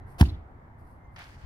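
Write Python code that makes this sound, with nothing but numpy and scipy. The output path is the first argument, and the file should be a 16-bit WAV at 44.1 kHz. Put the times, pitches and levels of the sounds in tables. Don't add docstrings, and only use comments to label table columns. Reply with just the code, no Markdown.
import sys
import numpy as np
from scipy import signal
from scipy.fft import rfft, irfft, next_fast_len
from scipy.io import wavfile
from scipy.ndimage import uniform_filter1d

SR = 44100
rng = np.random.default_rng(int(sys.argv[2]) if len(sys.argv) > 2 else 0)


def field_ratio(decibels):
    return 10 ** (np.asarray(decibels, dtype=float) / 20)


def dump_mix(stems):
    frames = np.atleast_2d(stems).T
    limited = np.clip(frames, -1, 1)
    pcm = np.round(limited * 32767).astype(np.int16)
    wavfile.write(sys.argv[1], SR, pcm)


N = 63945
KICK_S = .2099
KICK_PORT_S, NET_PORT_S = .00021, -.0002

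# (frequency [Hz], density [dB per Hz])
HUM_COLOUR = [(20, -13), (55, -0.5), (98, -1), (130, -9.5), (550, -22), (800, -16.5), (2100, -30),
              (2450, -43.5), (4500, -56), (15800, -79.5)]
# (frequency [Hz], correlation [-1 to 1])
PORT_LIKENESS = [(60, 0.92), (180, 1), (550, 0.37), (1650, -0.37), (4970, 0.014), (15000, 0.02)]
# (time [s], level [dB])
TRAFFIC_SWELL = [(0., 2), (0.201, 4), (0.499, 0), (.9, -1), (1.1, -1), (1.45, -1.5)]
# (start [s], length [s], pitch [Hz], level [dB])
BIRDS = [
    (0., .06, 4000, -89),
    (.975, .21, 2110, -69),
    (1.02, .06, 6300, -88),
    (.74, .07, 1800, -78),
]
# (frequency [Hz], density [dB per Hz])
CLOTH_COLOUR = [(1500, -43), (4500, 4), (7000, -4), (9000, 7), (12500, 6.5), (14000, -9), (16000, -15.5)]
NET_COLOUR = [(400, -13), (700, -1), (1400, 2), (2300, -0.5), (5000, -13), (6300, -18.5), (7500, -31),
              (15800, -44)]
SETTLING_COLOUR = [(880, -64), (1500, -1), (2040, -5.5), (2290, -8.5), (3780, -18), (4380, -12.5),
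                   (15800, -34)]
GRASS_COLOUR = [(180, -33.5), (300, -6.5), (759, 3.5), (2230, -6), (5190, -11.5), (8540, -19.5),
                (9910, -10), (15800, -24)]
# (start [s], rise [s], hold [s], T60 [s], level [dB])
CLOTH_SWISHES = [
    (.06, .04, 0.025, 0.25, -70),
    (.775, 0.019, 0.015, 0.25, -78),
    (.83, 0.043, 0.044, 0.37, -77.5),
    (1.11, 0.081, 0.096, 0.14, -73.5),
]
NET_RATTLES = [
    (1.1612, 0.00056, 0.002, 0.22, -47.5),
    (1.175, 0.014, 0.03, 0.37, -47.5),
    (1.4, 0.05, .03, .3, -55.5),
]
NET_SETTLING = [
    (1.18, .012, 0.038, .4, -57),
    (1.26, .03, .03, .3, -60),
    (1.33, 0.0064, 0.0075, 0.3, -61.5),
    (1.37, .02, 0.017, 0.57, -62.5),
]
GRASS_SWEEP = [
    (.182, 0.026, 0.0088, 0.039, -34),
    (.21, .004, .015, .24, -46.5),
]
# (time [s], level [dB], centre [Hz])
CORD_SNAPS = [(1.162, -48, 4673), (1.162, -31, 1330), (1.19, -53, 10060), (1.193, -62, 4630),
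              (1.211, -33, 1330), (1.222, -48, 1610), (1.241, -45, 4740), (1.446, -70, 8300)]
# (frequency [Hz], bandwidth [Hz], level [dB])
BALL_MODES = [(942, 138, 4), (1720, 340, -4), (2555, 500, -13), (3117, 340, -9.5), (3940, 190, -18.5),
              (4500, 300, -14.5), (5100, 220, -23.5), (7250, 490, -35), (8860, 700, -22),
              (10340, 1200, -29), (13500, 2000, -31)]
# (frequency [Hz], gain [dB])
LAWN_GAIN = [(100, 0), (200, 1.5), (350, 0.5), (420, -12), (500, -13.5), (700, -1.5), (2000, -9)]
# (delay [s], level [dB], sign)
FAR_ECHOES = [(.0481, -13, -1), (.0646, -2.5, -1), (.0785, -3.9, 1), (.1064, -8, 1), (.115, -5.6, 1),
              (.1382, -11.9, 1), (.1828, -23, -1)]
# (delay [s], length [s], level [dB], centre [Hz])
TREBLE_ECHOES = [(.0425, 0.0033, -34.5, 3000), (.048, 0.0031, -40, 4240), (.053, .003, -56, 6500),
                 (.075, 0.015, -43, 3900), (.125, 0.018, -54.5, 3460)]
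# (frequency [Hz], T60 [s])
GARDEN_T60 = [(60, 0.35), (200, .25), (700, 0.83), (2500, 0.48), (5000, .33), (10000, 0.14), (15000, .12)]
# (frequency [Hz], left minus right [dB])
KICK_LEAN = [(60, -1), (300, 0), (1400, -9.5), (2600, 13), (5000, -2.5), (9500, -0.5), (15000, 6)]


def evened(x):
    return x / np.sqrt(np.mean(x ** 2) + 1e-20)


def read(points, hz):
    f, value = np.transpose(points)
    return np.interp(np.log(hz + 1), np.log(f + 1), value)


def late(x, s):
    size = next_fast_len(2 * N)
    hz = np.fft.rfftfreq(size, 1 / SR)
    return irfft(rfft(x, size) * np.exp(-2j * np.pi * hz * s), size)[:N]


def ports(x, s):
    return np.array([x, late(x, s)])


def ring(x, hz, width):
    r = np.exp(-np.pi * width / SR)
    return signal.lfilter([1 - r, 0, r - 1], [1, -2 * r * np.cos(2 * np.pi * hz / SR), r * r], x)


def band(x, hz, width):
    return ring(ring(x, hz, width), hz, width)


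def cut(x, hz, kind):
    return signal.sosfilt(signal.butter(2, hz, kind, fs=SR, output="sos"), x)


def shape(start, rise, hold, t60, db):
    t = np.arange(N) / SR - start
    fall_db = 60 * np.clip(t - rise - hold, 0, 3) / t60
    return np.clip(t / rise, 0, 1) ** 0.83 * field_ratio(db - fall_db)


def burst(start, rise, hold, t60, db):
    return rng.standard_normal(N) * shape(start, rise, hold, t60, db)


def rustle(strokes, colour, grain_db, loose, port_s):
    hz = np.fft.rfftfreq(N, 1 / SR)
    grains = rng.standard_normal((3, N))
    unevenness = evened(uniform_filter1d(rng.standard_normal(N), size=60))
    z = rfft(grains * field_ratio(grain_db * unevenness)) * field_ratio(read(colour, hz))
    shared = np.array([z[0], z[0] * np.exp(-2j * np.pi * hz * port_s)])
    own = np.clip(loose * np.sqrt(hz / 3000), 0, .95)
    noise = evened(irfft(np.sqrt(1 - own ** 2) * shared + own * z[1:], N))
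    power = sum(shape(*stroke) ** 2 for stroke in strokes)
    return np.sqrt(power) * noise


def traffic_hum():
    frames, hz = N // 256 + 5, np.fft.rfftfreq(1024, 1 / SR)
    a, b, c, d, patches = rng.standard_normal((frames, 513, 5)).T
    patches = evened(uniform_filter1d(uniform_filter1d(patches, 8, 0), 10, 1))
    same = np.clip(read(PORT_LIKENESS, hz), -1, 1)[:, None]
    left = a + 1j * b
    right = same * left + np.sqrt(1 - same ** 2) * (c + 1j * d)
    z = np.array([left, right]) * field_ratio(read(HUM_COLOUR, hz)[:, None] + 1.2 * patches)
    steady = evened(signal.istft(z, nperseg=1024, noverlap=768)[1][:, :N])
    swell_db = np.interp(np.arange(N) / SR, *np.transpose(TRAFFIC_SWELL))
    return field_ratio(swell_db - 48.5) * steady


def microphone_hiss():
    return field_ratio(-86) * rng.standard_normal((2, N))


def birds():
    t, out = np.arange(N) / SR, np.zeros(N)
    for start, length, hz, db in BIRDS:
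        u = np.clip((t - start) / length, 0, 1)
        flutter_db = 2.2 * evened(uniform_filter1d(rng.standard_normal(N), size=500))
        swell = np.sqrt(abs(np.sin(np.pi * u)))
        turns = np.cumsum(hz * (1 - 0.0244 * u)) / SR
        out += field_ratio(db + flutter_db) * swell * np.sin(2 * np.pi * turns)
    return ports(out, .00005)


def cloth_swishes():
    return rustle(CLOTH_SWISHES, CLOTH_COLOUR, 1.5, .6, KICK_PORT_S)


def footfall():
    t = np.maximum(np.arange(N) / SR - 1.437, 0)
    level = field_ratio(-38.5 + 6 * np.array([[1], [-1]]))
    return level * np.minimum(t / 0.0046, 1) * np.sin(2 * np.pi * 73.4 * t)


def net_rustle():
    rattles = rustle(NET_RATTLES, NET_COLOUR, 2.8, 0.9, NET_PORT_S)
    return rattles + rustle(NET_SETTLING, SETTLING_COLOUR, 2.2, 1.0, NET_PORT_S)


def cord_snaps():
    ticks = sum(band(burst(s, .0003, 0.00033, 0.018, db + 1.5), hz, 0.65 * hz) for s, db, hz in CORD_SNAPS)
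    return ports(ticks, NET_PORT_S)


def grass_sweep():
    return rustle(GRASS_SWEEP, GRASS_COLOUR, 2.8, .5, KICK_PORT_S)


def garden_tail(x):
    taps = np.zeros((2, SR // 2))
    slots = np.arange(700, SR // 2 - 20, 20)
    at = slots + rng.integers(0, 20, (2, len(slots)))
    np.put_along_axis(taps, at, rng.choice([-1., 1.], at.shape), 1)
    hz, t, z = signal.stft(taps, SR, nperseg=512)
    same = np.clip(read(PORT_LIKENESS, hz), -1, 1)[:, None]
    z = np.array([z[0], same * z[0] + np.sqrt(1 - same ** 2) * z[1]])
    decay = field_ratio(-60 * t / read(GARDEN_T60, hz)[:, None])
    tail = signal.istft(z * decay, SR, nperseg=512)[1]
    return signal.fftconvolve(x[None], tail / np.linalg.norm(tail[0]), axes=1)[:, :N]


def treble_echoes():
    out = np.zeros((2, N))
    for k, (s, length, db, hz) in enumerate(TREBLE_ECHOES):
        clap = band(burst(KICK_S + s, .001, length, .03, db + 6.5), hz, 0.26 * hz)
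        out += ports(clap, KICK_PORT_S / 2 * (-1) ** k)
    return out


def ball_push():
    start_hz, rest_hz, squash_s = 294, 70.7, .0024
    t = np.maximum(np.arange(N) / SR - KICK_S, 0)
    turns = rest_hz * t + start_hz * squash_s * (1 - np.exp(-t / squash_s))
    wobble = field_ratio(-60 * t / .16)
    blow = 7.6 * np.exp(-t / .0023)
    size = (wobble + blow) * (1 - np.exp(-t / .05))
    swing = -field_ratio(10.4) * size * np.sin(2 * np.pi * turns)
    return irfft(rfft(swing) * field_ratio(read(LAWN_GAIN, np.fft.rfftfreq(N, 1 / SR))), N)


def ball_crack():
    slap = burst(KICK_S, 0.00032, .0034, .008, 0)
    return field_ratio(-31.5) * sum(field_ratio(db) * ring(slap, hz, w) / np.sqrt(w / SR) for hz, w, db in BALL_MODES)


def kick():
    low, high = ball_push(), ball_crack()
    near_s = .0142
    near_low = -field_ratio(-6.6) * late(low, near_s)
    near_high = late(field_ratio(-3.5) * cut(cut(high, 2000, "low"), 2000, "low"), near_s)
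    deep = cut(low, 33.5, "low")
    far = sum(sign * field_ratio(db) * late(deep, s) for s, db, sign in FAR_ECHOES)
    both = ports(low + near_low + far, .00015) + ports(high + near_high, KICK_PORT_S)
    lean = field_ratio(read(KICK_LEAN, np.fft.rfftfreq(N, 1 / SR)) / 2)
    out = irfft(rfft(both) * [lean, 1 / lean], N) + treble_echoes()
    puff = field_ratio(-15) * (np.arange(N) == round(KICK_S * SR))
    tail_low = field_ratio(-14.5) * cut(cut(low, 150, "high"), 150, "high")
    tail_high = cut(cut(puff, 906, "high"), 4800, "low")
    return out + garden_tail(tail_low + tail_high)


def scene():
    background = traffic_hum() + microphone_hiss()
    strike = kick() + grass_sweep()
    cloth = cloth_swishes()
    net = net_rustle() + cord_snaps()
    return background + strike + cloth + net + birds() + footfall()


def low_pass(x):
    return signal.sosfilt(signal.butter(12, 15910, fs=SR, output="sos"), x)


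def record(dry):
    return low_pass(dry)


dry = scene()
out = record(dry)
dump_mix(out)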